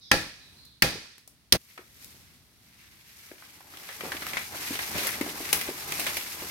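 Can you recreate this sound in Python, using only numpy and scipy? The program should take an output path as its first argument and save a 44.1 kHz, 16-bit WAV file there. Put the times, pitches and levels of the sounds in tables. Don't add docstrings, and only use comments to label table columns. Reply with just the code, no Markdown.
import sys
import numpy as np
from scipy import signal
from scipy.fft import rfft, irfft
from scipy.io import wavfile
from scipy.ndimage import uniform_filter1d

SR = 44100
rng = np.random.default_rng(int(sys.argv[2]) if len(sys.argv) > 2 else 0)


def dump_mix(stems):
    frames = np.atleast_2d(stems).T
    limited = np.clip(frames, -1, 1)
    pcm = np.round(limited * 32767).astype(np.int16)
    wavfile.write(sys.argv[1], SR, pcm)


N = 286650
TIME = np.arange(N) / SR
DRAG_FADE_IN = np.clip((TIME - 1.55) / .02, 0, 1)

# f/Hz, level/dB
AIR_TONE = [(25, -27.5), (60, -0.5), (110, -3.5), (260, -10), (500, -22.5), (1200, -21.5), (4000, -18.5),
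            (16000, -28.5)]
# t/s, length/s, start f/Hz, end f/Hz, level/dB
WHISTLES = [(0, .08, 5550, 4850, -56), (0, 0.067, 4250, 3390, -53), (.39, .1, 4300, 3780, -59.5),
            (.55, .17, 4450, 3850, -58.5)]
# f/Hz, level/dB
LITTER_TONE = [(35, -14.5), (90, -3.5), (180, -3.5), (330, -2), (500, -7), (700, -6), (1100, -4.5),
               (2000, -10), (6000, -42.5)]
# t/s, level/dB
SHUFFLE_LEVEL = [(2.9, -80), (3.3, -69.5), (3.98, -56), (4.1, -48.5), (4.39, -49.5), (4.47, -56),
                 (4.56, -48), (5.6, -46.5), (5.8, -50), (6.1, -44), (6.33, -55.5), (6.45, -47)]
# t/s, length/s, level/dB, centre f/Hz
FOOT_CRUNCHES = [(4.044, 0.06, -42.5, 445), (4.518, 0.064, -45.5, 654), (4.939, 0.15, -39, 507)]
# t/s, level/dB, centre f/Hz
GROUND_THUDS = [(.955, -35.5, 450), (1.79, -41.5, 378), (2.14, -52, 300), (3.313, -40, 336),
                (4.035, -31.5, 367), (4.143, -37, 290), (4.706, -29.5, 280), (4.943, -30.5, 101),
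                (5.21, -24.5, 306), (5.261, -28.5, 300), (5.402, -27.5, 316), (5.687, -26, 333),
                (5.988, -29.5, 393), (6.42, -31, 375)]
# t/s, level/dB
PULL_LEVEL = [(1.62, -60), (1.92, -61.5), (2.02, -53), (2.45, -70), (2.65, -67), (2.73, -64.5),
              (3.1, -58.5), (3.25, -54), (3.62, -57), (3.94, -46), (4.38, -43), (4.46, -45), (4.68, -38),
              (4.9, -39.5), (5.05, -35), (5.15, -40.5), (5.35, -41), (5.62, -37.5), (5.76, -42.5),
              (6.05, -36.5), (6.36, -42.5), (6.45, -39)]
# t/s, level/dB
SCRAPE_LEVEL = [(2.66, -7), (2.72, -0.5), (3.1, -3), (6.45, -5)]
# f/Hz, level/dB
LEAF_TONE = [(1500, -12), (3500, -3.5), (5500, -0.5), (7500, 0), (10000, -5), (13000, 0.5), (16000, -10.5)]
# f/Hz, level/dB
TWIG_TONE = [(500, -29.5), (1100, -9.5), (1800, 0), (2400, 2.5), (3200, -2.5), (6000, -9.5), (12000, -39.5)]
# t/s, level/dB, centre f/Hz, decay/s, splinters against the knock/dB
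STEM_KNOCKS = [(.651, -66, 6030, .08, 13.5), (1.058, -48.5, 1300, 0.024, -7), (1.181, -53, 1900, .03, 5),
               (1.276, -49.5, 7030, .04, 5), (1.777, -39, 1642, 0.054, -28.5),
               (2.045, -53.5, 5930, 0.029, 15), (3.315, -48, 1700, .04, -15.5),
               (3.423, -48, 1380, 0.053, -14), (3.606, -49, 1000, 0.048, -6),
               (3.738, -44.5, 1280, .015, -20), (3.771, -42.5, 2800, .045, -2),
               (3.889, -39, 1790, 0.15, -14), (4.008, -31, 2080, .036, -15),
               (4.119, -28.5, 1810, .053, -24), (4.221, -34, 1760, 0.072, -12),
               (4.267, -28, 1270, 0.021, -3), (4.334, -30, 2080, .05, -13), (4.37, -25.5, 2030, 0.068, -21),
               (4.755, -31, 3000, .045, -8), (4.791, -27.5, 1890, 0.052, -13),
               (4.981, -36.5, 3500, 0.21, -6), (5.069, -31, 1910, 0.13, 6), (5.212, -29, 2140, 0.045, -3),
               (5.49, -34.5, 2120, .03, -2), (5.5286, -20, 2600, 0.048, 8), (5.612, -31, 2520, 0.074, 1),
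               (5.9216, -27.5, 2460, 0.033, 1), (5.996, -33.5, 2420, 0.17, 5),
               (6.066, -26.5, 2210, .12, -4.5), (6.169, -28.5, 2270, 0.084, 0)]
# f/Hz, level/dB
STEM_NOTES = [(104, 6), (161, 5), (258, 2.5), (314, 7.5), (518, 2.5), (573, 1), (820, 3.5), (1345, 1.5),
              (1681, 3.5), (1794, 3), (1920, -1.5), (2482, 1.5), (4635, -6.5)]
# f/Hz, level/dB
GROVE_TONE = [(40, -3), (450, -7.5), (1050, -8), (1500, -5), (1750, -2.5), (2500, -3.5), (2850, -5.5),
              (4900, -4.5), (6300, -8.5), (7500, -12), (16000, -23.5)]
# t/s, crack/dB, crack f/Hz, crack sharpness Q, tearing against the crack/dB, tock/dB,
# ring/dB, thump/dB, grove echo/dB, far echo against the near one/dB, length/s
BLOWS = [(0.114, -11.5, 1890, 0.8, -16, -21, -21.5, -31.5, -24.5, -11.5, 1),
         (0.8215, -12, 1970, 2.3, -4, -23.5, -25, -30, -26, -8, .55),
         (1.5229, -10, 4300, 1.4, -5, -25.5, -36, -27, -27, -8.5, 0.052)]
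# f/Hz, level/dB
LEFT_MIC_TONE = [(1000, 2.5), (2300, 4.5), (3200, -4), (4600, 1), (7000, -2.5), (9000, 6.5), (11500, 6),
                 (14000, 1.5)]
# f/Hz, level/dB
RIGHT_MIC_TONE = [(1000, 2.5), (2200, 0.5), (3500, 4.5), (6000, 3.5), (7300, -1.5), (8500, -12),
                  (9700, -25), (11000, -2.5), (13000, 1)]


def undb(db):
    return 10 ** (np.asarray(db) / 20)


def unit(x):
    return x / np.sqrt(np.mean(x ** 2))


def fade(t, t60):
    return np.exp(-np.log(1000) * t / t60)


def add(out, start, x):
    i = min(max(int(start * SR), 0), N)
    out[:, i:i + x.shape[-1]] += x[..., :N - i]


def curve(points):
    return np.interp(TIME, *np.transpose(points))


def freqs(x):
    return np.fft.rfftfreq(x.shape[-1], 1 / SR) + 0.00071


def colour(x, tone):
    hz, db = np.transpose(tone)
    gain = undb(np.interp(np.log(freqs(x)), np.log(hz), db))
    return irfft(rfft(x) * gain, x.shape[-1])


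def resonate(x, hz, q):
    f = freqs(x)
    return unit(irfft(rfft(x) / (1 + 1j * q * (f / hz - hz / f)), x.shape[-1]))


def noise(n, apart_hz=1100):
    white = rng.standard_normal((2, n))
    f = freqs(white)
    alike = .93 / (1 + (f / apart_hz) ** 4 + (70 / f) ** 4)
    mid, side = rfft(white)
    mid, side = mid * np.sqrt(1 + alike), side * np.sqrt(1 - alike)
    return unit(irfft([mid + side, mid - side], n))


def crackle(n, per_s, spread_db):
    count = int(per_s * n / SR)
    at = rng.integers(0, n, count)
    lag = rng.integers(-14, 15, count)
    size = undb(spread_db * np.minimum(rng.exponential(size=count), 5)) * rng.choice([-1, 1], count)
    return unit(np.array([np.bincount(at, size, n), np.bincount((at + lag) % n, size, n)]))


def wander(per_s):
    hold = max(int(SR / per_s), 1)
    steps = np.repeat(rng.standard_normal(N // hold + 1), hold)
    return unit(uniform_filter1d(steps, hold)[:N])


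def echoes(x, t60):
    t = TIME[:SR]
    tail = noise(len(t)) * fade(t, t60) * (1 - np.exp(-t / 0.016))
    return signal.fftconvolve(x, tail / np.sqrt(np.sum(tail ** 2) / 2), axes=1)[:, :N]


def air(level_db=-64):
    return unit(colour(noise(N), AIR_TONE)) * undb(level_db + 3.2 * wander(2.6))


def birds(waver=0.07):
    out, wobble = np.zeros((2, N)), wander(370)
    for start, length, start_hz, end_hz, db in WHISTLES:
        progress = np.linspace(0, 1, int(length * SR))
        hz = (start_hz + (end_hz - start_hz) * progress) * (1 + waver * wobble[:len(progress)])
        whistle = np.sin(2 * np.pi * np.cumsum(hz) / SR)
        add(out, start, undb(db) * 2 * np.sqrt(1 - progress) * whistle)
    return echoes(out, t60=0.58)


def shuffle():
    sticks = crackle(N, per_s=900, spread_db=1.63)
    litter = unit(colour(sticks + 1.46 * echoes(sticks, t60=0.27), LITTER_TONE))
    return DRAG_FADE_IN * litter * undb(curve(SHUFFLE_LEVEL) + 1.8 * wander(30))


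def crunches(press_s=0.0068, echo_db=-10):
    out, t = np.zeros((2, N)), TIME[:SR // 4]
    for start, length, db, hz in FOOT_CRUNCHES:
        clicks = crackle(len(t), per_s=450, spread_db=-1.5)
        grains = resonate(resonate(clicks, hz, 0.47), hz, 0.31)
        weight = np.minimum(t / press_s, 1) * np.sqrt(np.clip(1 - t / length, 0, 1))
        add(out, start, undb(db) * grains * weight)
    return out + undb(echo_db) * echoes(out, t60=0.2)


def thuds(bump_cycles=10, crunch_cycles=15, toe_delay_s=.022, toe_db=-8.5, echo_db=-12):
    out, t = np.zeros((2, N)), TIME[:SR // 2]
    for start, db, hz in GROUND_THUDS:
        for delay, contact_db in ((0, 0), (toe_delay_s, toe_db)):
            bump = np.sin(2 * np.pi * hz * t) * fade(t, bump_cycles / hz)
            crunch = resonate(resonate(noise(len(t)), hz, 1.32), hz, 0.5) * fade(t, crunch_cycles / hz)
            thud = (1.2 * bump + undb(-2) * crunch) * np.minimum(t * hz, 1)
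            add(out, start + delay, undb(db + contact_db) * thud)
    return out + undb(echo_db) * echoes(out, t60=0.44)


def leafy_top(snap_db=-6):
    surge = wander(45)
    hiss = unit(colour(crackle(N, per_s=3500, spread_db=2.7) + noise(N), LEAF_TONE))
    ticks = crackle(N, per_s=700, spread_db=2.9)
    scrape = unit(colour(ticks + 1.43 * echoes(ticks, t60=0.29), TWIG_TONE)) * undb(2.17 * surge)
    breaks = np.abs(crackle(N, per_s=70, spread_db=3.6)[0])
    bursts = signal.fftconvolve(breaks, fade(TIME[:SR // 10], 0.05))[:N]
    snaps = unit(bursts * resonate(resonate(noise(N), 2300, 1.0), 2100, 0.74))
    leaves = hiss * undb(1.1 * surge + 0.69 * wander(160))
    twigs = undb(curve(SCRAPE_LEVEL)) * (scrape + undb(snap_db) * snaps)
    return DRAG_FADE_IN * undb(curve(PULL_LEVEL)) * (leaves + twigs)


def knocks(clack_cycles=16, hollow_hz=620, hollow_db=-11, shake_db=-16, echo_db=-7):
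    out, t = np.zeros((2, N)), TIME[:SR // 4]
    n = len(t)
    for start, db, hz, t60, splinter_db in STEM_KNOCKS:
        clack = np.sin(2 * np.pi * hz * t) * fade(t, clack_cycles / hz)
        grate = resonate(resonate(noise(n), hz, 2.5), hz, 0.19)
        hollow = undb(hollow_db) * resonate(resonate(noise(n), hollow_hz, 0.61), hollow_hz, 0.78)
        spray = fade(t, 0.47 * t60) + undb(shake_db) * fade(t, 0.18)
        splinters = resonate(crackle(n, per_s=18000, spread_db=1.24), 9800, 0.67) * spray
        knock = clack + (grate + hollow) * fade(t, t60) + undb(splinter_db) * splinters
        add(out, start, undb(db) * knock)
    return out + undb(echo_db) * echoes(out, t60=0.2)


def grove_echo(t, far_db):
    near = unit(colour(noise(len(t)), GROVE_TONE)) * fade(t, 0.41)
    far = resonate(colour(noise(len(t)), GROVE_TONE), 4400, 0.79) * fade(t, 0.84)
    return near + undb(far_db) * far


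def through_stem(x, q):
    f = freqs(x)
    power = sum(undb(2 * db) / (1 + (q * (f / hz - hz / f)) ** 2) ** 2 for hz, db in STEM_NOTES)
    return unit(irfft(rfft(x) * np.sqrt(power), x.shape[-1]))


def stem_ring(t, far_db=-19):
    near = through_stem(noise(len(t)), q=24) * fade(t, 0.26)
    far = resonate(through_stem(noise(len(t)), q=13), 2700, 1.7) * fade(t, 0.84)
    return near + undb(far_db) * far


def recoil(t, delay_s=.026, start_hz=715, sag_s=.012):
    since = np.maximum(t - delay_s, 0)
    hz = start_hz / (1 + since / sag_s) * (since > 0)
    return undb(-29) * 2 * np.sin(2 * np.pi * np.cumsum(hz) / SR) * fade(since, .055)


def stem_tock(t, after_bite, below_hz=1000):
    notes = sum(undb(db) * np.sin(2 * np.pi * hz * t + rng.uniform(0, 2 * np.pi))
                for hz, db in STEM_NOTES if hz < below_hz)
    return 2 * notes / np.max(np.abs(notes)) * fade(after_bite, .03)


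def fibre_crack(t, after_bite, hz, q, tear_db):
    n = len(t)
    fibres = resonate(resonate(noise(n), hz, q), hz, 0.44) * fade(after_bite, 0.028)
    skin = undb(-4) * resonate(noise(n), 4900, 2.9) * fade(after_bite, 0.019)
    tear_fade = fade(after_bite, 0.011) + undb(-14.5) * fade(t, 0.23)
    tearing = undb(tear_db) * resonate(noise(n), 11000, 0.98) * tear_fade
    return fibres + skin + tearing


def machete(bite_s=0.0031, attack_s=0.0016, swell_s=0.0081, thump_hz=130):
    out, t = np.zeros((2, N)), TIME[:SR]
    after_bite = np.maximum(t - bite_s, 0)
    for start, crack_db, hz, q, tear_db, tock_db, ring_db, thump_db, grove_db, far_db, length in BLOWS:
        crack = undb(crack_db) * fibre_crack(t, after_bite, hz, q, tear_db)
        tock = undb(tock_db) * stem_tock(t, after_bite)
        ring = undb(ring_db) * stem_ring(t)
        rumble = resonate(resonate(noise(len(t)), thump_hz, 0.5), thump_hz, 0.25)
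        thump = undb(thump_db) * rumble * fade(t, 0.39)
        grove = undb(grove_db) * grove_echo(t, far_db)
        strike = (crack + tock) * np.minimum(t / attack_s, 1)
        body = (ring + thump + grove + recoil(t)) * np.minimum(t / swell_s, 1)
        fade_out = np.clip((1 - t / length) / 0.35, 0, 1)
        add(out, start, (strike + body) * fade_out)
    return out


def scene():
    return machete() + leafy_top() + shuffle() + birds() + air() + knocks() + thuds() + crunches()


def record(dry, top_hz=16000):
    mics = np.array([colour(dry[0], LEFT_MIC_TONE), colour(dry[1], RIGHT_MIC_TONE)])
    treble_cut = signal.ellip(10, .2, 80, top_hz, fs=SR, output="sos")
    return signal.sosfilt(treble_cut, np.tanh(mics))


dry = scene()
out = record(dry)
dump_mix(out)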